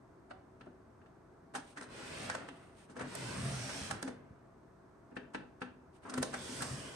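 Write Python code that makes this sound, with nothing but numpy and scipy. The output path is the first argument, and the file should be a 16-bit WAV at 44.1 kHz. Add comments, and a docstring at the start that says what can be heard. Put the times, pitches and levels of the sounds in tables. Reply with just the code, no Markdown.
"""Pushing a printer across a table

In a small, quiet room a plastic printer is tapped, then pushed and turned on a wooden table.
Its feet catch and slip on the grain, so they hiss, scrape and shake the tabletop. Hands rub
and knock on the hollow case, its loose panels clack and its seams snap. Two microphone
openings hear it from close by, with a short echo from the walls."""
import sys
import numpy as np
from scipy import signal
from scipy.fft import rfft, irfft, next_fast_len
from scipy.io import wavfile

SR = 44100
rng = np.random.default_rng(int(sys.argv[2]) if len(sys.argv) > 2 else 0)


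def persist_wave(psi):
    """Save psi, clipped to +-1, as 16-bit WAV."""
    counts = np.round(np.clip(psi, -1, 1) * 32767).astype(np.int16)
    wavfile.write(sys.argv[1], SR, np.atleast_2d(counts).T)


N = 306495

# Tone curves of the plastic panels, the shaking tabletop and a scraped case: pitch_hz, level_db
PANEL_TONE = [(30, -58), (100, -13), (400, 5), (800, 5.5), (1600, 4), (2200, -3), (3500, -10.5),
              (7000, -13), (9000, -9.5), (9800, -13), (10600, -29), (12400, -37), (14000, -51)]
TABLETOP_TONE = [(25, -43), (55, -5.5), (85, -1), (108, -2.5), (128, 3.5), (145, 3.5), (165, -1.5),
                 (205, -1), (270, -3.5), (450, -49), (13000, -77)]
SCRAPE_TONE = [(30, -60), (120, -27.5), (210, 2.5), (290, 4), (360, 2), (480, -1), (620, -1.5), (830, -5),
               (1080, -3), (1300, -5), (1580, -4), (2100, -10), (2800, -16), (5000, -41), (13000, -77)]
# Tone curves of two walls of the shell under a soft fingertip: pitch_hz, level_db
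SIDE_WALL = [(30, -35), (200, 5), (430, 9), (590, 15.5), (780, 16), (950, -2), (1420, 10), (1700, -4),
             (2600, -10), (2950, -5), (3300, -13), (4600, -10), (5600, -23), (9300, -22), (10500, -56)]
FRONT_PANEL = [(30, -35), (150, -12), (420, 5.5), (600, -4), (850, 4), (1150, -2.5), (1330, 3.5), (1750, 4),
               (2100, -7), (2450, -4), (2680, 1.5), (2950, -4.5), (4200, -5), (5200, -12.5), (7800, -18),
               (9300, -14.5), (10500, -65)]


def amp(db):
    """Turns decibels into a number to multiply by."""
    return 10 ** (np.asarray(db) / 20)


def unit(x):
    """Scales a signal to an average (rms) size of 1."""
    return x / np.sqrt(np.mean(x ** 2) + 1e-20)


def curve_at(curve, hz):
    """Looks up a curve at any pitch, gliding between its rows."""
    pitches, values = np.transpose(curve)
    return np.interp(np.log(hz + 1), np.log(pitches + 1), values)


def colour(x, curve):
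    """Shapes a sound with a tone curve (pitch_hz, level_db), with no ringing ahead of the sound."""
    log_gain = np.log(amp(curve_at(curve, abs(np.fft.fftfreq(8192, 1 / SR)))))
    response = np.fft.ifft(np.exp(np.conj(signal.hilbert(log_gain)))).real[:4096]
    return signal.oaconvolve(x, response[None], axes=1)[:, :x.shape[1]]


def band_db(x, low_hz, high_hz):
    """Level between two pitches, with left and right averaged."""
    hz = np.fft.rfftfreq(x.shape[1], 1 / SR)
    power = abs(rfft(x.mean(0))[(hz >= low_hz) & (hz < high_hz)]) ** 2
    return 10 * np.log10(2 * power.sum() / x.shape[1] ** 2 + 1e-20)


def levelled(x, low_hz, high_hz):
    """Scales a sound so that its level between two pitches is 0 dB."""
    return x * amp(-band_db(x, low_hz, high_hz))


def wander(per_s):
    """A random curve that heads for a new value per_s times a second."""
    targets = rng.standard_normal(4000)
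    return unit(np.interp(np.arange(N) / SR * per_s, np.arange(len(targets)), targets))


def add(mix, start_s, sound):
    """Adds a sound into the mix at the given time."""
    part = mix[:, max(round(start_s * SR), 0):][:, :sound.shape[1]]
    part += sound[:, :part.shape[1]]


def stereo(x):
    """Blends two signals into the partly alike pair that the microphone openings hear."""
    # How alike the two sides are: pitch_hz, likeness (0 to 1)
    likeness = [(130, 0.93), (270, 0.88), (580, 0.13), (1250, 0.52), (2700, 0.074), (6000, 0.2), (7600, 1),
                (12000, 0.62)]
    # How far the left wave runs ahead: pitch_hz, lead_radians
    left_lead = [(1000, 0), (2600, -1.3), (4800, 0), (6600, -.3), (7200, -2.5), (8000, -1.2), (8700, 0),
                 (9400, 1.3), (10200, 3), (10600, -2.8), (11400, 0)]
    # How much louder the left side is: pitch_hz, level_db
    balance = [(60, -0.2), (350, 2.5), (630, -1), (2000, 0.5), (3700, -2), (6500, -6), (8500, -1),
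               (12000, 0.5)]
    size = next_fast_len(x.shape[1] + 512)
    hz = np.fft.rfftfreq(size, 1 / SR)
    left, other = rfft(x, size)
    same = np.clip(curve_at(likeness, hz), 0, .995)
    lean = amp(curve_at(balance, hz) / 2)
    right = (same * left + np.sqrt(1 - same ** 2) * other) * np.exp(-1j * curve_at(left_lead, hz))
    return irfft(np.array([left * lean, right / lean]), size)[:, :x.shape[1]]


def room(x, wet_db, gap_s=.008):
    """Adds echoes from the walls at level wet_db, each pitch dying away at its own speed."""
    # Time the echoes take to fall by 60 dB: pitch_hz, fade_s
    fade_times = [(150, 0.4), (400, 0.63), (1000, 0.36), (2800, 0.39), (8000, 0.25)]
    echoes = rng.standard_normal((2, SR // 2)) * (np.arange(SR // 2) > gap_s * SR)
    hz, t, bands = signal.stft(echoes, SR, nperseg=256)
    fade = amp(-60 * t / curve_at(fade_times, hz)[:, None])
    tail = signal.istft(bands * fade, SR, nperseg=256)[1]
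    tail /= np.linalg.norm(tail[0])
    return x + amp(wet_db) * signal.fftconvolve(x, tail, axes=1)[:, :x.shape[1]]


def room_tone(level_db=-60.5):
    """The dull, steady background of the room, with two faint hums."""
    # Tone curve of the background: pitch_hz, level_db
    air_tone = [(18, -44), (35, -5.5), (55, -3), (130, 0), (185, -3), (370, -1.5), (480, -8), (1050, -10.5),
                (1560, -16), (2000, -24), (3000, -35.5), (8800, -38), (10200, -43.5), (12500, -48),
                (13500, -80)]
    # Narrow bands of noise that hum: pitch_hz, width_hz, level_db
    hums = [(376.2, 6.9, -71.5), (663.7, 8.9, -74)]
    out = amp(level_db) * unit(stereo(colour(rng.standard_normal((2, N)), air_tone)))
    for hz, width_hz, db in hums:
        hum = signal.lfilter(*signal.iirpeak(hz, hz / width_hz, SR), rng.standard_normal(N))
        out += amp(db) * unit(hum)
    return out


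def rubs():
    """Skin catches and slides on the case: a light touch hisses, a firm palm scuffs through the shell."""
    # Tone curve of skin rubbing on plastic, with the microphone's dip near 10.4 kHz: pitch_hz, level_db
    rub_tone = [(500, -25), (2500, 4.5), (6000, -5), (7500, -3.5), (8700, 1.5), (9700, 1), (10400, -34),
                (12000, -12), (13200, -49)]
    # Light touches and dragging palms: start_s, length_s, level_db
    touches = [(1.6, 0.19, -65), (2.4, 0.42, -71), (2.7, 0.21, -66.5), (5.91, 0.1, -73),
               (6.01, 0.063, -69.5)]
    scuffs = [(1.74, 0.2, -55.5), (2.34, 0.18, -52), (2.93, 0.18, -46.5), (6.0, 0.26, -47.5)]
    out = np.zeros((2, N))
    for strokes, tone, grit_db in [(touches, rub_tone, 1.5), (scuffs, SCRAPE_TONE, 3.5)]:
        grit = amp(grit_db * wander(per_s=170))
        for start_s, length_s, db in strokes:
            count = round(length_s * SR)
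            friction = rng.standard_normal((2, count)) * grit[round(start_s * SR):][:count]
            add(out, start_s, amp(db) * unit(stereo(colour(friction, tone))) * np.hanning(count))
    return out


def case_ring(scatter_db=0.):
    """The case rings at its own notes after a blow; the spot that is struck favours some of them."""
    # Notes of the case on the table: pitch_hz, level_db, fade_s (time to fall by 60 dB)
    notes = [(142, 11.5, 0.83), (195.8, 11.5, 0.2), (249.8, 19, 0.23), (288, 10, 0.19), (409.7, 8.5, 0.12),
             (504, 8.5, 0.092), (630, 2.5, 0.047), (798, 7.5, 0.054), (996, 3.5, 0.064), (1338, 7.5, 0.056),
             (1530, 6.5, 0.049), (1614, 5.5, 0.029), (1790, 4, 0.023), (1950, -0.5, 0.12), (2236, -4, 0.13),
             (2700, -2, 0.031), (3060, -3.5, 0.065), (3520, -7, 0.18)]
    t, ring = np.arange(SR // 2) / SR, 0
    for hz, db, fade_s in notes:
        height = amp(db + scatter_db * rng.uniform(-1.0, 1)) * 2 * np.log(1000) / (fade_s * SR)
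        ring = ring + height * amp(-60 * t / fade_s) * np.cos(2 * np.pi * (hz * t + rng.random()))
    return ring * (1 - np.exp(-t / 0.0015))


def blow(build_s, tone, ring_db, scatter_db, wet_db):
    """One blow: loose panels chatter for a moment while the case rings on."""
    age = np.arange(SR // 2) / SR / build_s
    chatter = unit(rng.standard_normal((2, len(age))) * age * np.exp(-age)) / np.sqrt(len(age))
    ring = np.array([case_ring(scatter_db), case_ring(scatter_db)])
    return stereo(room(colour(chatter, tone) + amp(ring_db) * ring, wet_db))


def hardness(hit, thud_db, clack_db, crack_db):
    """Sets a blow's lows, middle and highs: flesh mostly thuds, plastic on plastic mostly cracks."""
    onset = hit[:, :round(.03 * SR)]
    low = thud_db - band_db(onset, 100, 500)
    middle = clack_db - band_db(onset, 500, 2500)
    high = crack_db - band_db(onset, 3000, 10000)
    return colour(hit, [(380, low), (620, middle), (2400, middle), (4000, high)])


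def land(mix, hit_s, hit, brush_db, lead_s=0.013):
    """Adds a blow to the mix; skin or nail brushes the plastic ever harder just before it lands."""
    count = round(lead_s * SR)
    ramp = np.linspace(0, 1, count)
    brush = stereo(colour(rng.standard_normal((2, count)), PANEL_TONE)) * ramp * (1 - ramp ** 20)
    brush = unit(brush) * hit[:, :count].std() * amp(brush_db)
    add(mix, hit_s - count / SR, np.hstack([brush, hit]))


def taps(build_s=0.0047):
    """A soft fingertip taps a wall of the shell, never quite on the same spot."""
    # Finger taps: start_s, level_db, thud_db, crack_db (both added to level_db), wall
    finger_taps = [(0.307, -38.5, -21, -31, SIDE_WALL), (0.608, -46, -16, -28, FRONT_PANEL),
                   (0.667, -47, -7.5, -44, SIDE_WALL), (1.013, -57, -12, -36, FRONT_PANEL),
                   (1.059, -59, -15, -27.5, FRONT_PANEL), (5.116, -55.5, -1.5, -45, FRONT_PANEL),
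                   (5.165, -33.5, -14, -31, FRONT_PANEL), (5.3454, -30.5, -14.5, -28.5, FRONT_PANEL),
                   (5.616, -30.5, -15.5, -32, FRONT_PANEL)]
    out = np.zeros((2, N))
    for start_s, db, thud_db, crack_db, wall in finger_taps:
        hit = blow(build_s, wall, ring_db=0, scatter_db=5, wet_db=-8.5)
        land(out, start_s, hardness(hit, db + thud_db, db - 14, db + crack_db), brush_db=-19.5)
    return out


def booms(waver=0.031):
    """A hand drags on the hollow case and makes one of its low notes swell for a moment."""
    # Swelling notes: start_s, length_s, pitch_hz, level_db
    swells = [(1.567, 0.057, 285, -51), (1.762, 0.059, 281.6, -52), (2.477, 0.092, 269, -55),
              (3.002, 0.063, 217, -49.5), (4.021, 0.069, 262.3, -40), (6.119, 0.14, 253.9, -41.5),
              (6.481, 0.079, 253.5, -47.5)]
    out = np.zeros((2, N))
    bend = 1 + waver * wander(per_s=120)
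    for start_s, length_s, hz, db in swells:
        count = round(length_s * SR)
        pitch_hz = hz * bend[round(start_s * SR):][:count]
        tone = unit(np.sin(2 * np.pi * np.cumsum(pitch_hz) / SR))
        add(out, start_s, amp(db) * np.hanning(count) * tone[None])
    return out


def snaps(build_s=0.00094):
    """At a seam, plastic edges jump past each other with a very short, bright tick."""
    # Ticks: start_s, peak_db
    ticks = [(1.55, -41), (3.151, -30), (3.91, -38), (4.026, -38), (6.177, -37), (6.226, -33), (6.621, -28)]
    # Tone curve of the seam: pitch_hz, level_db
    seam_tone = [(2500, -51), (6000, -21), (7200, 6), (9700, 3), (10500, -1), (13000, -13), (15500, -37),
                 (16500, -42)]
    age, out = np.arange(SR // 5) / SR / build_s, np.zeros((2, N))
    for start_s, db in ticks:
        burst = rng.standard_normal((2, len(age))) * age * np.exp(-age)
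        tick = stereo(room(colour(burst, seam_tone), wet_db=-12))
        add(out, start_s, amp(db) * tick / abs(tick).max())
    return out


def knocks(sharpness=3.9):
    """Loose panels clack and hands press on the case; each struck panel adds its own hollow note."""
    # Clacking panels and gripping hands: start_s, level_db, thud_db, crack_db (both shift
    # the level, for the lows and the highs), build_s, panel_hz, panel_boost_db
    clacks = [(1.549, -29.5, -20.5, -14, 0.0082, 795, 3.4), (1.771, -38, -30, -15.5, 0.0068, 1810, 7.3),
              (1.821, -42.5, -23, -11, 0.0079, 1300, 2.7), (2.2975, -28.5, -31, -14.5, 0.0023, 1620, 8.7),
              (2.349, -30, -28.5, -17.5, 0.0025, 498, 7.9), (2.486, -40, -22, -17.5, 0.0029, 2950, 12),
              (3.151, -40, -14, -7.5, 0.0033, 604, 10), (3.692, -38, -17, -20, 0.0045, 1080, 4.9),
              (3.909, -29, -34, -13, 0.0032, 1530, 4.4), (6.227, -27.5, -16.5, -9, 0.0029, 566, 4.8),
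              (6.338, -30, -23, -16, 0.0047, 790, 4.1), (6.602, -36.5, -17, -21, 0.0074, 1400, 5.6),
              (6.621, -32, -22, -9, 0.0045, 680, 2.5)]
    grips = [(1.81, -43.5, -12.5, -11.5, 0.0023, 278, 3), (2.894, -51.5, -4.5, -12, 0.012, 300, 3),
             (2.964, -39.5, -12, -18.5, 0.0068, 524, 8.3), (2.992, -41, -24, -14, 0.0039, 500, 4),
             (3.007, -33.5, -15, -19, 0.0076, 1520, 3.2), (4.026, -35.5, -13.5, -10, 0.0023, 1600, 4),
             (4.075, -37.5, -6, -16, 0.0051, 523, 5.4), (6.051, -40, -16, -24, 0.017, 1010, 15),
             (6.095, -42, -10.5, -7, 0.0042, 1400, 5.9), (6.138, -36.5, -12.5, -8, 0.0027, 1330, 17),
             (6.177, -31.5, -9.5, -15.5, 0.0038, 360, 5.2)]
    out = np.zeros((2, N))
    for blows, brush_db in [(clacks, -11.5), (grips, -15)]:
        for start_s, db, thud_db, crack_db, build_s, panel_hz, boost_db in blows:
            hit = blow(build_s, PANEL_TONE, ring_db=2.5, scatter_db=-0.5, wet_db=-8)
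            panel_note = signal.lfilter(*signal.iirpeak(panel_hz, sharpness, SR), hit)
            hit += (amp(boost_db) - 1) * panel_note
            land(out, start_s, hardness(hit, db + thud_db, db - 12.5, db + crack_db - 6), brush_db)
    return out


def thumps(push_s=0.00093, ring_s=0.045, ring_db=-1.5):
    """The printer rocks onto a foot: one soft push, and the tabletop shakes on briefly."""
    # Feet coming down: start_s, peak_db
    landings = [(3.015, -41.5), (3.811, -36.5), (3.921, -38), (4.305, -43), (6.177, -39.5), (6.199, -36.5)]
    t, out = np.arange(SR // 3) / SR, np.zeros((2, N))
    push = unit(t * np.exp(-t / push_s))
    thud = unit(colour(np.array([push, push]), TABLETOP_TONE))
    for start_s, db in landings:
        shake = unit(colour(rng.standard_normal((2, len(t))) * np.exp(-t / ring_s), TABLETOP_TONE))
        thump = stereo(thud + amp(ring_db) * shake)
        add(out, start_s, amp(db) * thump / abs(thump).max())
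    return out


def shudder(pitch_hz=132, waver=0.042, flutter_db=0.3):
    """Pushed hard, the feet stick and slip in step with the tabletop's main note."""
    # Spells of shuddering: middle_s, half_width_s, level_db
    spells = [(3.035, 0.033, -48), (3.255, 0.035, -45), (3.47, 0.083, -38.5), (3.62, 0.05, -45.5),
              (6.73, 0.033, -43)]
    t = np.arange(N) / SR
    cycles = np.cumsum(pitch_hz * (1 + waver * wander(per_s=50))) / SR
    wave = unit(np.sin(2 * np.pi * cycles) + .15 * np.sin(4 * np.pi * cycles))
    swell = sum(amp(db) * np.exp(-((t - middle_s) / half_s) ** 2) for middle_s, half_s, db in spells)
    return wave * swell * amp(flutter_db * wander(per_s=25))


def slips(per_s, spread_db):
    """Tiny catches and releases of the feet on the wood grain, a few larger than the rest."""
    size = amp(spread_db * np.minimum(rng.exponential(1, N), 4))
    happens = rng.random(N) < per_s / SR
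    return unit(size * happens * rng.standard_normal((2, N)))


def resonate(x, hz, width_hz):
    """Rings at a moving pitch: shift that pitch down to zero, smooth twice, shift back."""
    spin = np.exp(2j * np.pi * np.cumsum(hz) / SR)
    decay = np.exp(-np.pi * width_hz / SR)
    smoothed = signal.lfilter([(1 - decay) ** 2], [1, -2 * decay, decay * decay], x / spin)
    return 2 * (spin * smoothed).real


def singing(waver=0.037):
    """Fine slips make the scrape sing: a note swells, drifts and fades as the feet move on."""
    # Patches of grain that sing: middle_s, half_width_s, pitch_hz, width_hz, level_db
    patches = [(2.24, 0.16, 2510, 900, -58), (3.47, .13, 9040, 1400, -55.5), (3.69, 0.21, 5660, 1100, -55),
               (6.48, 0.15, 3300, 700, -56.5), (6.86, 0.097, 3100, 450, -57.5), (6.6, .2, 7900, 600, -66)]
    out = np.zeros((2, N))
    friction = slips(per_s=15000, spread_db=0.9)
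    bend = 1 + waver * wander(per_s=18)
    for middle_s, half_s, hz, width_hz, db in patches:
        first, last = round((middle_s - 2 * half_s) * SR), round((middle_s + 2 * half_s) * SR)
        span = np.arange(max(first, 0), min(last, N))
        note = unit(resonate(friction[:, span], hz * bend[span], width_hz))
        swell = np.exp(-((span / SR - middle_s) / half_s) ** 4)
        add(out, span[0] / SR, amp(db) * note * swell)
    return stereo(colour(out, [(10000, 0), (13000, -30)]))


def turning(x, tone, wet_db, delay_s=.0019, swing=0.169, echo=0.42, cycle_deg=45):
    """Colours a sliding sound: its echo off the table drifts, and turning changes the wall echoes."""
    # How far the printer has turned: time_s, angle_deg
    angles = [(1.9, 0), (2.35, 20), (3.1, 26.5), (3.8, 87), (6.3, 83), (6.95, 32.5)]
    now = np.arange(N)
    earlier = now - delay_s * SR * (1 + swing * wander(per_s=4))
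    near = x + echo * np.array([np.interp(earlier, now, channel) for channel in x])
    phase = 2 * np.pi * np.interp(now / SR, *np.transpose(angles)) / cycle_deg
    # two sets of wall echoes trade places
    walls = np.cos(phase) * (room(near, wet_db) - near) + np.sin(phase) * (room(near, wet_db) - near)
    return stereo(colour(near + walls, tone))


def push_gain(power, is_hiss=False, rise_curve=0.78):
    """Loudness follows speed to the given power; each push gets going, carries on and dies away."""
    # Pushes: start_s, rise_s, hold_s, swell_db_per_s, slowing_db_per_s, speed_db, hiss_db, one unused
    pushes = [(1.873, 0.094, 0.29, 20.5, 80, -7.5, -2.5, 0), (3.019, 0.2, 0.64, 3.5, 114, -3, -0.5, 1),
              (6.25, 0.33, 0.15, -16, 27.5, -4.5, 6, -1.5)]
    t, gain = np.arange(N) / SR, np.zeros(N)
    for start_s, rise_s, hold_s, swell, slowing, speed_db, hiss_db, _ in pushes:
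        going_s = t - start_s - rise_s
        change_db = swell * np.clip(going_s, 0, hold_s) - slowing * np.maximum(going_s - hold_s, 0)
        speed = np.clip((t - start_s) / rise_s, 0, 1) ** rise_curve * amp(speed_db + change_db)
        gain += amp(hiss_db if is_hiss else 0) * speed ** power
    return gain


def bite():
    """Extra gain as the feet dig in, when the printer swings round or stops."""
    # Moments of digging in: middle_s, half_width_s, extra_db
    bites = [(2.26, 0.047, 4.5), (3.43, 0.23, 11), (3.96, 0.054, 10), (6.74, 0.24, 6.5)]
    t = np.arange(N) / SR
    return amp(sum(db * np.exp(-((t - middle_s) / half_s) ** 2) for middle_s, half_s, db in bites))


def sliding(judder_db=-56, scrape_db=-50, rasp_db=-52.5, hiss_db=-51):
    """Coarse slips of the feet shake the table, finer ones ring the case, the finest rasp and hiss."""
    # Tone curves of the rasp and the hiss as the microphone hears them: pitch_hz, level_db
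    rasp_tone = [(300, -53), (1300, -2.5), (2300, 2.5), (3000, 1.5), (4300, -2), (5500, -8.5), (8000, -39),
                 (11000, -54)]
    hiss_tone = [(500, -59), (3200, -15), (4800, 2.5), (5800, 2), (6500, -1), (7300, 3), (8500, 2.5),
                 (9300, 2.5), (9900, -1.5), (10400, -14.5), (11800, -11.5), (13000, -47)]
    grip = amp(0.4 * wander(per_s=36))  # the feet catch and let go together
    judder = stereo(colour(slips(per_s=1300, spread_db=-2.5), TABLETOP_TONE))
    catches = slips(per_s=6000, spread_db=-0.6) * grip
    catches += amp(-9) * slips(per_s=70, spread_db=1.9)  # now and then a foot snags on grit
    ring = signal.oaconvolve(catches, case_ring()[None], axes=1)[:, :N]
    scrape = turning(catches + amp(-17) * ring, SCRAPE_TONE, wet_db=-3.5)
    rasp = turning(slips(per_s=20000, spread_db=1.0) * np.sqrt(grip), rasp_tone, wet_db=6)
    hiss = turning(slips(per_s=25000, spread_db=2.2) * np.sqrt(grip), hiss_tone, wet_db=-5.5)
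    return (amp(judder_db) * push_gain(power=0.36) * bite() * levelled(judder, 70, 200)
            + amp(scrape_db) * push_gain(power=0.42) * bite() ** 0.3 * levelled(scrape, 250, 2000)
            + amp(rasp_db) * push_gain(power=1) * levelled(rasp, 2000, 4500)
            + amp(hiss_db) * push_gain(power=1.22, is_hiss=True) * levelled(hiss, 5000, 10000))


def scene():
    """The feet, the case and the hands, over the background of the room."""
    feet = sliding() + singing() + shudder() + thumps()
    case = knocks() + snaps() + booms()
    return feet + case + taps() + rubs() + room_tone()


def record(dry, low_hz=36, high_hz=16000):
    """The microphone loses the deepest bass, and the recorder cuts the highest treble."""
    thinned = signal.sosfilt(signal.butter(2, low_hz, "high", fs=SR, output="sos"), dry)
    treble_cut = signal.firwin(255, high_hz, window=("kaiser", 8), fs=SR)
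    return signal.oaconvolve(thinned, treble_cut[None], "same")


dry = scene()
out = record(dry)
persist_wave(out)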